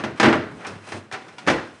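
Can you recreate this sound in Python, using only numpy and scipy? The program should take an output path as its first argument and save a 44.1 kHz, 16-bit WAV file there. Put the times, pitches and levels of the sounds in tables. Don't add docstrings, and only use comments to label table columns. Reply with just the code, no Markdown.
import sys
import numpy as np
from scipy import signal
from scipy.fft import rfft, irfft
from scipy.io import wavfile
from scipy.ndimage import uniform_filter1d

SR = 44100
rng = np.random.default_rng(int(sys.argv[2]) if len(sys.argv) > 2 else 0)


def transcribe(signal):
    frames = np.atleast_2d(signal).T
    limited = np.clip(frames, -1, 1)
    pcm = np.round(limited * 32767).astype(np.int16)
    wavfile.write(sys.argv[1], SR, pcm)


N = 79380
BASS_MIDDLE_TREBLE_HZ = (234, 1460, 6500)
BANDS_HZ = np.concatenate([40 * 2 ** np.arange(0, 4.6, .5), 1070 * 2 ** np.arange(0, 3.6, .25)])
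RISE_CYCLES = 0.33


# (t/s, bass level/dB, middle level/dB, treble level/dB)
KNOCKS = [(0.0, -44, -28.5, -35.5), (0.038, -26, -21.5, -26.5), (0.1989, -21, -11, -13),
          (0.2293, -14.5, -10.5, -15), (0.2423, -15.5, -12, -26), (0.253, -16, -10, -21),
          (0.258, -12.5, -20, -26), (0.266, -9, -18, -35), (0.285, -19.5, -16.5, -25),
          (0.3278, -25.5, -14, -26), (0.354, -16, -32, -34), (0.92, -34.5, -29.5, -29),
          (0.942, -33.5, -38, -75)]
DRAWER_NOTES = [(92.97, -19, 0.49), (131.2, -10, 0.14), (204, -10.5, 0.13), (223.5, -6.5, 0.17),
                (250, -9.5, 0.25), (301, -12.5, 0.36), (335.9, -4.5, 0.33), (419, -16.5, 0.62),
                (613, -15.5, 0.36), (638, -15.5, 0.49), (805, -9, 0.14), (987, -12.5, 0.15),
                (1185, -27, 0.14), (1303, -16, 0.14), (1770, -11.5, 0.12)]
def drawer_knocks():
    return ringing_notes(KNOCKS, DRAWER_NOTES)


# (t/s, bass level/dB, middle level/dB, treble level/dB)
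THUDS = [(1.466, -26, -28.5, -32), (1.474, -13, -17, -17.5), (1.4835, -19.5, -13.5, -19),
         (1.498, -17, -21, -16.5), (1.534, -21, -30.5, -33), (1.582, -37, -26, -55)]
# (f/Hz, level/dB, ring time/s)
CABINET_NOTES = [(65.8, -19.5, 0.22), (264.5, -15, 0.3), (305, -15, 0.48), (341, -11.5, 0.46),
                 (460, -14, 0.39), (522, -8.5, 0.32), (577.5, -10.5, 0.23), (857.4, -17, 0.43),
                 (1047, -21, 0.51), (1690, -9, 0.091), (1926, -15, 0.25), (2300, -11, 0.18)]
def back_stop_thud():
    return ringing_notes(THUDS, CABINET_NOTES)


# (t/s, bass level/dB, middle level/dB, treble level/dB)
RATTLES = [(0.648, -45, -27, -38.5), (0.667, -34, -38, -23.5), (1.1136, -38.5, -35, -36),
           (1.1244, -33, -32.5, -24), (1.139, -39, -26.5, -31), (1.282, -51, -43.5, -40)]
# (f/Hz, level/dB, ring time/s)
PANEL_NOTES = [(400, -6, 0.3), (753, -9, 0.37), (794, -9.5, 0.29), (1005, -10, 0.18), (1325, -3, 0.089),
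               (1500, -8, 0.17), (1795, -10.5, 0.18), (2370, -9, 0.09)]
def panel_rattles():
    return ringing_notes(RATTLES, PANEL_NOTES)


# (t/s, bass level/dB, middle level/dB, treble level/dB)
CLICK = [(1.3828, -57, -39.5, -30.5)]
# (f/Hz, level/dB, ring time/s)
CATCH_NOTES = [(745, 1.5, 0.41), (980, 8, 0.07), (1415, 1, 0.15), (2340, -0.5, 0.072), (2840, -6, 0.071),
               (3350, -10, 0.07), (4640, -17.5, 0.11)]
def catch_click():
    return ringing_notes(CLICK, CATCH_NOTES)


# (f/Hz, level/dB per half octave, ring time/s)
WALLS = [(44.3, -54, 0.14), (90.5, -16.5, 0.1), (158, -18, 0.23), (260, -13, 0.43), (740, -9.5, 0.25),
         (1280, -7.5, 0.14), (1670, -4.5, 0.13), (2470, -10, 0.19), (3360, -11.5, 0.11),
         (4300, -13.5, 0.14), (6100, -15.5, 0.12), (8000, -24.5, 0.1), (9360, -16, 0.16),
         (11580, -48, 0.02)]
# (f/Hz, level/dB compared with the blow, ring time/s)
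ROOM = [(100, -17.5, 1), (387, -9, 0.57), (1440, -9, 0.52), (3940, -10, 0.5), (10100, -13.5, 0.43)]
def wall_clatter(blows, ripple, contact_s=.00015, echo_build_s=.018):
    wall_hz, wall_db, wall_ring_s = np.array(WALLS).T
    room_hz, room_db, room_ring_s = np.array(ROOM).T
    out = 0
    for hz, band in zip(BANDS_HZ, noise_bands(ripple)):
        energy = pushes(blows, hz) ** 2
        body = ring(energy, at(hz, wall_hz, wall_ring_s) / 2)
        echo = ring(energy, at(hz, room_hz, room_ring_s) / 2) - ring(energy, echo_build_s * np.log(1000))
        power = body + undb(at(hz, room_hz, room_db)) ** 2 * np.maximum(echo, 0)
        power = soften(power, contact_s + RISE_CYCLES / hz)
        out = out + band * np.sqrt(power) * undb(at(hz, wall_hz, wall_db))
    return out


# (f/Hz, level/dB, ring time/s)
TICK_NOTES = [(2430, -5, 0.0098), (1690, -11, 0.022), (1808, -8, 0.029), (2170, -29, 0.019),
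              (3250, -10.5, 0.026)]
def contact_ticks(blows):
    return sum(undb(db) * ring(pushes(blows, hz), ring_s, hz).imag for hz, db, ring_s in TICK_NOTES)


# (t/s, bass level/dB, middle level/dB, treble level/dB)
SLIDE = [(0, -25.5, -38.5, -48), (0.151, -27.5, -56, -55), (0.186, -45, -35.5, -42), (.22, -23, -51, -60),
         (.48, -34, -66, -53), (.57, -33.5, -50.5, -49), (0.629, -40, -35.5, -46.5),
         (.73, -33.5, -40, -47.5), (0.798, -41.5, -49.5, -54.5), (0.899, -41, -39, -37.5),
         (.975, -33.5, -41.5, -38.5), (1.02, -39, -56.5, -52), (1.1, -47, -59, -60), (1.2, -41.5, -46, -55),
         (1.36, -46.5, -50.5, -52), (1.45, -39, -45, -50.5), (1.8, -95, -58, -52)]
# (f/Hz, level/dB per half octave)
SCRAPE_TONE = [(45, -53), (95, -20), (200, -12.5), (550, -10), (1400, -8.5), (2600, -9.5), (4000, -16.5),
               (5500, -13), (8000, -19), (9300, -8.5), (12000, -44.5)]
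# (f/Hz, level/dB compared with the slide's treble)
SQUEALS = [(2520, -16), (3130, -18), (4070, -21.5)]
def runner_scrape(t, ripple, slips_per_s=190, spread_db=5, slip_fade_s=0.0077, grain_share=0.25):
    times, tone = np.array(SLIDE)[:, 0], np.array(SCRAPE_TONE).T
    def strength(hz):
        levels_db = [at(hz, BASS_MIDDLE_TREBLE_HZ, row[1:]) for row in SLIDE]
        return undb(np.interp(t, times, levels_db))
    slips = rng.random(N) < slips_per_s / SR
    slip_db = spread_db * np.minimum(rng.exponential(size=N), np.pi)
    grains = ring(slips * undb(slip_db) ** 2, slip_fade_s * np.log(1000) / 2)
    roughness = np.sqrt(1 - grain_share + grain_share * grains / grains.mean())
    rub = sum(band * strength(hz) * undb(at(hz, *tone)) for hz, band in zip(BANDS_HZ, noise_bands(ripple)))
    out = roughness * rub
    for hz, db in SQUEALS:
        squeal = ring(rng.standard_normal(N), ring_s=0.11, hz=hz).imag
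        out = out + squeal / squeal.std() * undb(db) * strength(BASS_MIDDLE_TREBLE_HZ[2])
    return out


# (t/s, level/dB)
HUM = [(.69, -62), (.77, -46.5), (.88, -55.5), (.98, -43.5), (1.07, -59), (1.13, -76)]
def floor_hum(t, hz=100.4, waver=0.0054):
    phase = 2 * np.pi * np.cumsum(hz * (1 + waver * wander(26.5))) / SR
    level_db = np.interp(t, *np.array(HUM).T, left=-np.inf, right=-np.inf)
    return np.sqrt(2) * np.sin(phase) * undb(level_db)


def ringing_notes(blows, notes, drift_radians=0.25):
    t, out = np.arange(N) / SR, 0
    for hz, db, ring_s in notes:
        energy = ring(pushes(blows, hz) ** 2, ring_s / 2)
        swing = soften(np.sqrt(energy), RISE_CYCLES / hz)
        phase = 2 * np.pi * (hz * t + rng.random())
        drift = drift_radians * wander(29.3)
        out = out + undb(db) * swing * np.sin(phase + drift)
    return out


def wall_ripple(depth_db=2, step_hz=30, full_depth_hz=3500):
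    hz = np.fft.rfftfreq(N, 1 / SR)
    grid = np.arange(0, SR / 2, step_hz)
    bumps = np.interp(hz, grid, rng.standard_normal(len(grid)))
    gain = undb(depth_db * bumps * np.minimum(hz / full_depth_hz, 1))
    return gain / np.sqrt(np.mean(gain ** 2))


def noise_bands(ripple):
    hz = np.maximum(np.fft.rfftfreq(N, 1 / SR), 1)
    pink = rfft(rng.standard_normal(N)) * np.sqrt(SR / (hz * np.log(2)))
    shaped = ripple * pink * np.minimum(hz / BANDS_HZ[1], 1) ** 2
    return np.array([irfft(shaped * at(hz, BANDS_HZ, one), N) for one in np.eye(len(BANDS_HZ))])


def pushes(blows, hz):
    out = np.zeros(N)
    for start, *levels in blows:
        out[int(start * SR)] += undb(at(hz, BASS_MIDDLE_TREBLE_HZ, levels))
    return out


def ring(x, ring_s, hz=0):
    fade = np.exp(-np.log(1000) / (ring_s * SR))
    turn = np.exp(2j * np.pi * hz / SR) if hz else 1
    return signal.lfilter([1], [1, -fade * turn], x)


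def soften(x, rise_s):
    hold = np.exp(-1 / (rise_s * SR))
    return signal.lfilter([1 - hold], [1, -hold], x)


def wander(turns_per_s):
    step = int(SR / turns_per_s)
    return uniform_filter1d(np.repeat(rng.standard_normal(N // step + 1), step), step)[:N]


def at(hz, points_hz, values):
    return np.interp(np.log(hz), np.log(points_hz), values)


def undb(db):
    return 10 ** (np.asarray(db) / 20)


def scene():
    t, ripple = np.arange(N) / SR, wall_ripple()
    notes = drawer_knocks() + panel_rattles() + catch_click() + back_stop_thud()
    clatter = wall_clatter(KNOCKS + RATTLES + CLICK + THUDS, ripple)
    ticks = contact_ticks(KNOCKS + RATTLES)
    return (notes + clatter + ticks + runner_scrape(t, ripple) + floor_hum(t))[None]


def record(dry, low_hz=51, top_hz=10700):
    thin = signal.sosfilt(signal.butter(4, low_hz, "high", fs=SR, output="sos"), dry)
    rounded = thin / (1 + (thin / .95) ** 6) ** (1 / 6)
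    return signal.sosfilt(signal.ellip(8, .2, 70, top_hz, fs=SR, output="sos"), rounded)


dry = scene()
out = record(dry)
transcribe(out)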